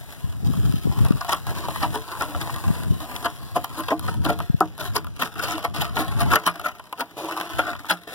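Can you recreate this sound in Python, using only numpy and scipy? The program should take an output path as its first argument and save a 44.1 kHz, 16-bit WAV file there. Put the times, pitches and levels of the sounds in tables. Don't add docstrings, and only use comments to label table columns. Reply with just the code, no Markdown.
import sys
import numpy as np
from scipy import signal
from scipy.fft import rfft, irfft, next_fast_len
from scipy.io import wavfile
from scipy.ndimage import uniform_filter1d, map_coordinates

SR = 44100
rng = np.random.default_rng(int(sys.argv[2]) if len(sys.argv) > 2 else 0)


def wav_record(signal):
    frames = np.transpose(np.atleast_2d(signal))
    bounded = np.clip(frames, -1, 1)
    quanta = np.round(bounded * 32767).astype(np.int16)
    wavfile.write(sys.argv[1], SR, quanta)


N = 358974

# frequency_hz, level_db, t60_s
BOARD_MODES = [(175.4, -5.5, 0.27), (314.6, 0, 0.17), (439.5, -6.5, 0.18), (614.4, 1.5, 0.08),
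               (699.7, 1.5, 0.12), (792, -3, 0.059), (967, -5, 0.073), (1035.6, -0.5, 0.082),
               (1182, 4.5, 0.048), (1323, 9.5, 0.03), (1438, 7, 0.039), (1880, -1.5, 0.044)]
# frequency_hz, gain_db
KNOCK_SPECTRUM = [(100, -18.5), (300, -12.5), (520, -11), (700, -3.5), (1050, 6.5), (1420, 6.5), (1750, -2),
                  (2300, -5), (3300, -15), (6000, -67.5)]
# frequency_hz, gain_db
GRIT_SPECTRUM = [(400, -7), (1500, 5.5), (2600, 3), (3200, 5.5), (4050, 4), (5000, 0.5), (6000, -2.5),
                 (7700, -8), (10500, -1.5), (15500, -6.5)]
# time_s, nearness_fraction
NEARNESS = [(0, 0.86), (3.2, 0.64), (5, 1), (6.3, 1)]


def drag(patches=48):
    # frequency_hz, gain_db
    grind_spectrum = [(100, -19), (310, -4), (500, -7), (700, -3), (1050, 8), (1420, 3), (2300, -3.5),
                      (3300, -10.5), (6000, -59.5)]
    # time_s, level_db
    sand_levels = [(0, 6), (.5, -4), (1.3, -3), (2.7, 2), (4.8, -13), (8.1, -13.5)]
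    grind_gain, grit_gain = hauling()
    sand_db, = curves(sand_levels)
    coarseness = np.clip(0.65 + 0.55 * curves(NEARNESS)[0], 0, 1.2)
    clumps = amp(1.8 * wobble(45, N)) * fractures(N, rate=45) ** coarseness
    contacts = stones(N, rate=800, spread_db=3.5, sand=0.75) * clumps
    wood, cracks = np.zeros(N), np.zeros((2, N))
    edges = np.linspace(0, N, patches + 1).astype(int)
    for start, end in zip(edges, edges[1:]):
        patch = np.pad(contacts[:, start:end], ((0, 0), (0, SR // 4)))
        add(wood, start / SR, unit(through(patch[0], timber()), slice(end - start)))
        add(cracks, start / SR, unit(scatter(patch), slice(end - start)))
    grind = unit(through(wood, kernel(grind_spectrum)))
    grit = unit(through(cracks, kernel(GRIT_SPECTRUM)))
    grains = stones(N, rate=2800, spread_db=5.5, sand=1.0) * amp(2.0 * wobble(24.67, N))
    hiss = unit(through(grains, kernel([(2000, 9.9), (6000, 0.87), (9500, 6.1), (15500, 2.7)])))
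    return grind_gain * grind, grit_gain * (grit + amp(sand_db) * hiss)


def hauling(creep_grind_db=0.5):
    # start_s, length_s, grind_db, grit_db
    pulls = [(0.457, 0.53, -47, -43.5), (0.914, 0.36, -39, -42.5), (1.468, 0.4, -35, -40.5),
             (2.088, 0.38, -36, -43.5), (2.468, 0.37, -38, -42.5), (3.004, 0.26, -36, -42),
             (3.557, 0.38, -41.5, -44.5), (4.028, 0.08, -37, -40.5), (4.22, 0.23, -41.5, -45),
             (4.8, 0.059, -37, -36.5), (5.197, 0.018, -26.5, -29.5), (5.362, 0.28, -35.5, -42.5),
             (5.742, 0.087, -31.5, -35.5), (5.974, 0.384, -33, -38.5), (6.38, 0.37, -40.5, -46),
             (7.172, 0.05, -34, -39), (7.233, 0.21, -31, -38), (7.495, 0.2, -34, -38.5),
             (7.79, 0.16, -44.5, -46.5), (8.076, 0.087, -30.5, -36)]
    # time_s, grit_db
    creep_levels = [(0, -52.5), (2, -43), (3.5, -47), (4.7, -52), (6.5, -53.5), (8.14, -53.5)]
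    creep = amp(curves(creep_levels)[0])
    grind, grit = creep * amp(creep_grind_db), creep
    for start, length, grind_db, grit_db in pulls:
        pull = swell(start, length, attack_s=0.0096, release_s=0.056)
        grind = np.maximum(grind, amp(grind_db) * pull)
        grit = np.maximum(grit, amp(grit_db) * pull)
    return grind, grit


def stones(n, rate, spread_db, sand):
    hits = rng.random(n) < rate / SR
    sizes = amp(spread_db * np.minimum(rng.exponential(size=n), 4))
    signs = rng.choice([-1, 1], (2, n))
    return unit(hits * sizes * signs) + sand * rng.standard_normal((2, n))


def fractures(n, rate, t60=0.015):
    flares = (rng.random(n) < rate / SR) * np.minimum(rng.exponential(size=n), 1.5)
    return 1 + 2 * through(flares, amp(-60 * np.arange(SR // 20) / SR / t60))


def timber(rattle_db=9, rattle_t60=0.058, direct=10, detune=0.022):
    t = np.arange(SR // 4) / SR
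    hz, db, t60 = np.transpose(BOARD_MODES)[:, :, None]
    hz = hz * (1 + detune * np.minimum(hz / 1000, 1) * rng.standard_normal(hz.shape))
    strength = amp(db + 2.9 * rng.standard_normal(hz.shape)) * rng.choice([-1, 1], hz.shape)
    ring = np.sum(strength * amp(-60 * t / t60) * np.sin(2 * np.pi * hz * t), axis=0)
    rattle = rng.standard_normal(len(t)) * amp(-60 * t / rattle_t60)
    rattle[0] += direct
    return ring + 4 * amp(rattle_db) * rattle


def contact(hz, db, half_width_octaves=0.39):
    ratio = 2 ** half_width_octaves
    return kernel([(hz / ratio, 0), (hz, db), (hz * ratio, 0)])


def scatter(x, t60=0.018, wet=0.6):
    t = np.arange(SR // 16) / SR
    tail = rng.standard_normal(len(t)) * amp(-60 * t / t60)
    return x + wet * through(x, tail / np.linalg.norm(tail))


def stone_resonances(x, depth_db, frame=256):
    spectra = signal.stft(x, nperseg=frame)[2]
    ripple = uniform_filter1d(rng.standard_normal(spectra.shape[1:]), size=5, axis=0)
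    ripple = uniform_filter1d(ripple, size=4, axis=1)
    coloured = signal.istft(spectra * amp(depth_db * unit(ripple)), nperseg=frame)[1][:, :N]
    return coloured * np.std(x) / np.std(coloured)


def crunches(snap_s=0.0032, settle_db=-24, settle_t60=0.21, grit_lead_s=0.002):
    # peak_s, rise_s, thump_db, knock_db, grit_db, pitch_hz
    impacts = [(1.213, 0.004, -71, -28, -41, 1120), (1.296, 0.0094, -64, -26, -32.5, 1100),
               (1.331, 0.037, -47, -19, -24.5, 1130), (1.836, 0.021, -44, -20.5, -33, 1000),
               (1.955, 0.022, -30.5, -28, -34, 1020), (2.211, 0.0062, -60, -23, -36, 1040),
               (2.224, 0.0029, -56, -26.5, -34.5, 1010), (2.416, 0.0063, -45, -34.5, -30.5, 1060),
               (3.255, 0.01, -40, -20, -29.5, 1340), (3.568, 0.014, -22, -22, -32.5, 1300),
               (3.794, 0.025, -31.5, -27.5, -33.5, 1110), (3.888, 0.0047, -53, -28.5, -34.5, 1090),
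               (3.908, 0.0036, -33, -25.5, -38, 1000), (3.922, 0.0098, -24, -31, -46, 970),
               (4.082, 0.0032, -41, -27, -42, 1320), (4.252, 0.0086, -30, -31.5, -34, 1410),
               (4.267, 0.021, -26.5, -26, -39, 1450), (4.298, 0.026, -26, -22.5, -32.5, 1370),
               (4.81, 0.018, -40, -33, -37, 1240), (4.967, 0.018, -31.5, -23, -26, 1030),
               (5.224, 0.022, -35, -24.5, -27, 975), (5.396, 0.0088, -70, -27, -38.5, 1680),
               (5.441, 0.019, -62, -28, -28, 1390), (5.52, 0.062, -56, -27.5, -31, 810),
               (5.653, 0.012, -38, -23.5, -34, 755), (5.821, 0.01, -52, -29, -28.5, 715),
               (5.97, 0.0037, -54, -25.5, -37, 1350), (6.001, 0.045, -34, -28.5, -31, 1390),
               (6.211, 0.018, -56, -25, -31.5, 1120), (6.319, 0.011, -54, -20.5, -32, 1290),
               (6.337, 0.012, -35, -16, -24.5, 1200), (6.359, 0.0037, -54, -17.5, -24, 1350),
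               (6.475, 0.014, -58, -17, -25, 1210), (6.662, 0.017, -70, -22, -35.5, 1180),
               (7.01, 0.023, -31.5, -27, -30, 810), (7.592, 0.0067, -40, -18.5, -33.5, 1420),
               (7.682, 0.047, -38.5, -26.5, -57, 1470), (7.912, 0.016, -37.5, -18.5, -23.5, 1410)]
    # frequency_hz, gain_db
    thump_spectrum = [(60, -36), (160, -8), (310, -3.5), (520, -5.5), (850, 0), (1150, 3), (1550, -18),
                      (2200, -45)]
    wood, grit = np.zeros(N), np.zeros((2, N))
    t = np.arange(-SR // 10, SR // 4) / SR
    core = (t > -0.015) & (t < 0.025)
    heavy, hard, gritty = kernel(thump_spectrum), kernel(KNOCK_SPECTRUM), kernel(GRIT_SPECTRUM)
    for peak_s, rise_s, thump_db, knock_db, grit_db, pitch_hz in impacts:
        fall_s = snap_s + 0.59 * rise_s
        force = amp(-11 * np.where(t < 0, np.abs(t / rise_s) ** 1.69, t / fall_s))
        force += (t > 0) * amp(settle_db - 60 * np.abs(t) / settle_t60)
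        force *= fractures(len(t), rate=100) ** 0.73
        contacts = force * stones(len(t), rate=2400, spread_db=3.5, sand=0.19)
        contacts[:, np.searchsorted(t, 0)] += 2 + 0.026 / rise_s
        ring = through(contacts[0], timber(rattle_db=9.5, rattle_t60=0.061))
        thump = amp(thump_db) * unit(through(ring, heavy), core)
        knock = amp(knock_db) * unit(through(through(ring, hard), contact(pitch_hz, db=7)), core)
        add(wood, peak_s + t[0], thump + knock)
        split = 1 + 0.59 * (t >= 0) * np.exp(-np.abs(t) / snap_s)
        crunch = unit(through(scatter(split * contacts), gritty), core)
        add(grit, peak_s + t[0] - grit_lead_s, amp(grit_db) * crunch)
    return wood, grit


def pebbles(crack_t60=0.006, tap_hz=1037):
    # start_s, knock_db, grit_db
    flicks = [(0.124, -49, -48), (0.535, -39.5, -51), (0.724, -49.5, -45), (1.049, -35, -40.5),
              (1.468, -37.5, -42), (1.685, -30.5, -45), (1.759, -31, -42.5), (2.348, -31, -56),
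              (2.496, -32.5, -55), (2.562, -36.5, -43), (3.163, -39.5, -36), (3.644, -33.5, -36),
              (3.994, -42, -40), (4.389, -39, -44), (4.403, -30, -46), (4.605, -46, -36.5),
              (4.779, -46, -47), (4.842, -46, -44), (5.045, -40.5, -50), (5.068, -41.5, -50),
              (5.581, -34, -42), (5.845, -33.5, -48), (6.596, -35.5, -44.5), (6.797, -41.5, -56),
              (6.927, -31.5, -44), (7.367, -38, -53), (7.411, -34.5, -38), (7.732, -36.5, -68),
              (7.752, -37, -60), (7.846, -39.5, -62)]
    wood, grit = np.zeros(N), np.zeros((2, N))
    t = np.arange(SR // 5) / SR
    core = slice(SR // 25)
    hard = kernel(KNOCK_SPECTRUM)
    gritty = through(kernel(GRIT_SPECTRUM), contact(hz=11200, db=7.5))
    for start_s, knock_db, grit_db in flicks:
        crack = stones(len(t), rate=3300, spread_db=7, sand=0.19) * amp(-60 * t / crack_t60)
        tap = through(through(crack[0], timber(rattle_db=11.0, rattle_t60=0.035)), hard)
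        add(wood, start_s, amp(knock_db) * unit(through(tap, contact(tap_hz, db=5.0)), core))
        add(grit, start_s, amp(grit_db) * unit(through(scatter(crack, wet=0.68), gritty), core))
    return wood, grit


def slam(start_s=4.609, level_db=-16, bounce_s=0.0052, loss_db=6, count=5):
    # frequency_hz, gain_db
    blow_spectrum = [(100, -15), (330, 3), (1300, 1), (1750, -13), (2500, -37)]
    track, blows = np.zeros(N), np.zeros(SR // 4)
    for k, late in enumerate(rng.random(count)):
        add(blows, bounce_s * (k + late / 2) * (k > 0), amp([-loss_db * k]))
    ring = through(blows, timber(rattle_db=1, rattle_t60=0.11, direct=26))
    ring = through(ring, kernel(blow_spectrum))
    add(track, start_s, amp(level_db) * unit(ring, slice(SR // 25)))
    return track


def booms(attack_s=0.023, t60=0.14):
    # start_s, peak_db
    sways = [(3.919, -22), (5.531, -23.5), (5.984, -23.5), (7.234, -31.5)]
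    track, t = np.zeros(N), np.arange(SR // 4) / SR
    hz = BOARD_MODES[1][0]
    envelope = np.minimum(t / attack_s, 1) * amp(-60 * np.maximum(t - attack_s, 0) / t60)
    for start_s, peak_db in sways:
        phase = 2 * np.pi * hz * t + 0.41 * wobble(69, len(t))
        add(track, start_s, amp(peak_db) * envelope * np.sin(phase))
    return track


def turning(wood):
    # frequency_hz, gain_db
    ahead = [(650, -0.5), (1050, 3), (1550, -9.5), (2100, 9.5), (3400, -28)]
    # frequency_hz, gain_db
    abeam = [(700, 6), (1050, -3), (1500, -2), (3000, 6.5)]
    near = np.clip(curves(NEARNESS)[0], 0, 1)
    return (1 - near) * through(wood, kernel(ahead)) + near * through(wood, kernel(abeam))


def wind(eddy_db=3.5, flutter_db=-12, flutter_growth=1.23, right_db=-1.3, incoherent_db=-25):
    # frequency_hz, gain_db
    buffet_spectrum = [(25, -27), (65, 0), (110, 2), (180, -9.5), (260, -17), (400, -28.5), (1500, -59)]
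    # frequency_hz, gain_db
    flutter_spectrum = [(50, -26), (130, 7), (230, 0), (450, -15.5), (1500, -71)]
    db = wind_db()
    eddies = amp(eddy_db * wobble(24, N))
    rumble = unit(eddies * through(rng.standard_normal((2, N)), kernel(buffet_spectrum)))
    puffs = amp(3.0 * wobble(40, N))
    flutter = unit(eddies * puffs * through(rng.standard_normal(N), kernel(flutter_spectrum)))
    flutter *= amp(db.max() + flutter_db + flutter_growth * (db - db.max()))
    push = amp(db - 4) * rumble[0]
    slap = eddy_slaps()
    left = push + flutter + slap
    right = -amp(right_db) * push - 0.034 * flutter - 0.62 * slap
    return np.array([left, right]) + amp(db + incoherent_db) * rumble[1]


def wind_db():
    # start_s, length_s, level_db
    gusts = [(0.25, 0.2, -24.5), (0.449, 0.32, -15.5), (0.875, 0.018, -13), (0.984, 0.16, -14),
             (1.482, 0.53, -27), (2.28, 0.29, -23.5), (2.645, 0.33, -19), (4.007, 0.39, -19.5),
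             (4.888, 0.19, -25), (5.68, 0.6, -23), (6.23, 0.08, -16.5), (7.558, 0.22, -29)]
    # time_s, level_db
    breeze = [(1.4, -32.5), (6.2, -32), (6.9, -51), (8.14, -53)]
    gains = [amp(db) * swell(start, length, attack_s=0.078, release_s=0.047)
             for start, length, db in gusts]
    return 20 * np.log10(np.max([amp(curves(breeze)[0]), *gains], axis=0))


def eddy_slaps(cycles=0.81):
    # start_s, peak_db, nominal_hz
    eddies = [(0.241, -11.5, 99), (0.695, -5.5, 118), (0.739, -7.5, 165), (0.854, -5.5, 146),
              (0.871, -9, 288), (0.897, -8, 109), (1.006, -9, 128), (1.107, -0.5, 198), (2.667, -12, 115),
              (2.703, -8, 170), (2.804, -19, 190), (2.906, -9.5, 117), (4.498, -5.5, 134),
              (4.543, -4.5, 130), (6.268, -13, 104)]
    track, t = np.zeros(N), np.arange(SR // 10) / SR
    for start_s, peak_db, hz in eddies:
        age = hz * t / cycles
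        phase = 2 * np.pi * np.cumsum(hz * (0.79 + 0.63 * np.exp(-age))) / SR
        envelope = 2 * age * np.exp(1 - 2 * age)
        add(track, start_s, amp(peak_db) * envelope * np.sin(phase))
    return track


def air(db=-55):
    # frequency_hz, gain_db
    air_spectrum = [(25, -21), (110, -1), (1500, -10), (7000, -26), (16000, -62)]
    return amp(db) * unit(through(rng.standard_normal((2, N)), kernel(air_spectrum)))


def microphones(wood, grit):
    # frequency_hz, lead_rad
    phase_lead = [(1150, 0), (1480, .3), (1800, 1.9), (2100, 3), (2380, 3.25), (3200, 6.1), (4350, 9.4),
                  (5400, 12.4), (6450, 9.4), (8200, 2.9), (9400, 0), (16000, -11)]
    # frequency_hz, difference_db
    level_difference = [(100, -14), (500, 3), (1100, 0), (1450, 4), (1750, 2.5), (2500, -0.5), (4000, 1),
                        (7500, 1.5), (9000, 5.5), (11000, 11.5), (16000, 7.5)]
    # frequency_hz, coherence_fraction
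    coherence = [(2300, 0.99), (2800, 0.4), (3300, 0.54), (3850, 0.46), (4350, 1), (4900, 0.49),
                 (5400, 0.77), (5900, 0.13), (6400, 0.99), (9000, 0.035), (15000, 0.15)]
    size = next_fast_len(N + SR // 4)
    hz = np.fft.rfftfreq(size, 1 / SR)
    body = rfft(wood, size)
    shared, separate = rfft(grit, size)
    alike = np.clip(along(coherence, hz), 0, 1)
    pair = np.array([body + shared, body + alike * shared + np.sqrt(1 - alike ** 2) * separate])
    tilt = amp(along(level_difference, hz))
    lag = np.exp(-1j * along(phase_lead, hz))
    equal_power = np.sqrt(2 / (1 + tilt ** 2))
    return irfft(pair * np.array([tilt, lag]) * equal_power, size)[:, :N]


def amp(db):
    return 10 ** (np.asarray(db) / 20)


def unit(x, part=slice(None)):
    return x / np.sqrt(np.mean(x[..., part] ** 2) + 1e-20)


def along(points, hz):
    knots_hz, values = np.transpose(points)
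    return np.interp(np.log(hz + 1), np.log(knots_hz + 1), values)


def curves(rows):
    times, *columns = np.transpose(rows)
    return [np.interp(np.arange(N) / SR, times, column) for column in columns]


def wobble(rate, n, step=32):
    grid = np.arange(0, n, step)
    coarse = map_coordinates(rng.standard_normal(int(n * rate / SR) + 4), [grid * rate / SR])
    return np.interp(np.arange(n), grid, coarse)


def swell(start_s, length_s, attack_s, release_s):
    t = np.arange(N) / SR - start_s
    rise = np.clip(1 + t / attack_s, 0, 1)
    return rise ** 2 * np.exp(-np.maximum(t - length_s, 0) / release_s)


def kernel(points, size=4096):
    cepstrum = irfft(np.log(amp(along(points, np.fft.rfftfreq(size, 1 / SR)))))
    cepstrum[1:size // 2] *= 2
    cepstrum[size // 2 + 1:] = 0
    return irfft(np.exp(rfft(cepstrum)))


def through(x, response):
    return signal.fftconvolve(x, response[None] if x.ndim > 1 else response, axes=-1)[..., :x.shape[-1]]


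def add(track, start_s, sound):
    start = max(round(start_s * SR), 0)
    piece = sound[..., :max(N - start, 0)]
    track[..., start:start + piece.shape[-1]] += piece


def scene():
    grind, hiss = drag()
    thuds, crunch = crunches()
    taps, cracks = pebbles()
    rasp = stone_resonances(grind[None], depth_db=1.8, frame=512)[0]
    wood = turning(rasp + thuds + taps) + slam() + booms()
    grit = hiss + stone_resonances(crunch, depth_db=4.0, frame=128) + cracks
    return microphones(wood, grit + air()) + wind()


def record(dry, ceiling=0.92, bottom_hz=38, top_hz=16050):
    size = next_fast_len(N + SR // 4)
    hz = np.fft.rfftfreq(size, 1 / SR)
    low_cut = hz ** 3 / np.hypot(hz ** 3, bottom_hz ** 3)
    clipped = np.clip(dry, -ceiling, ceiling)
    return irfft(rfft(clipped, size) * low_cut * (hz < top_hz), size)[:, :N]


dry = scene()
out = record(dry)
wav_record(out)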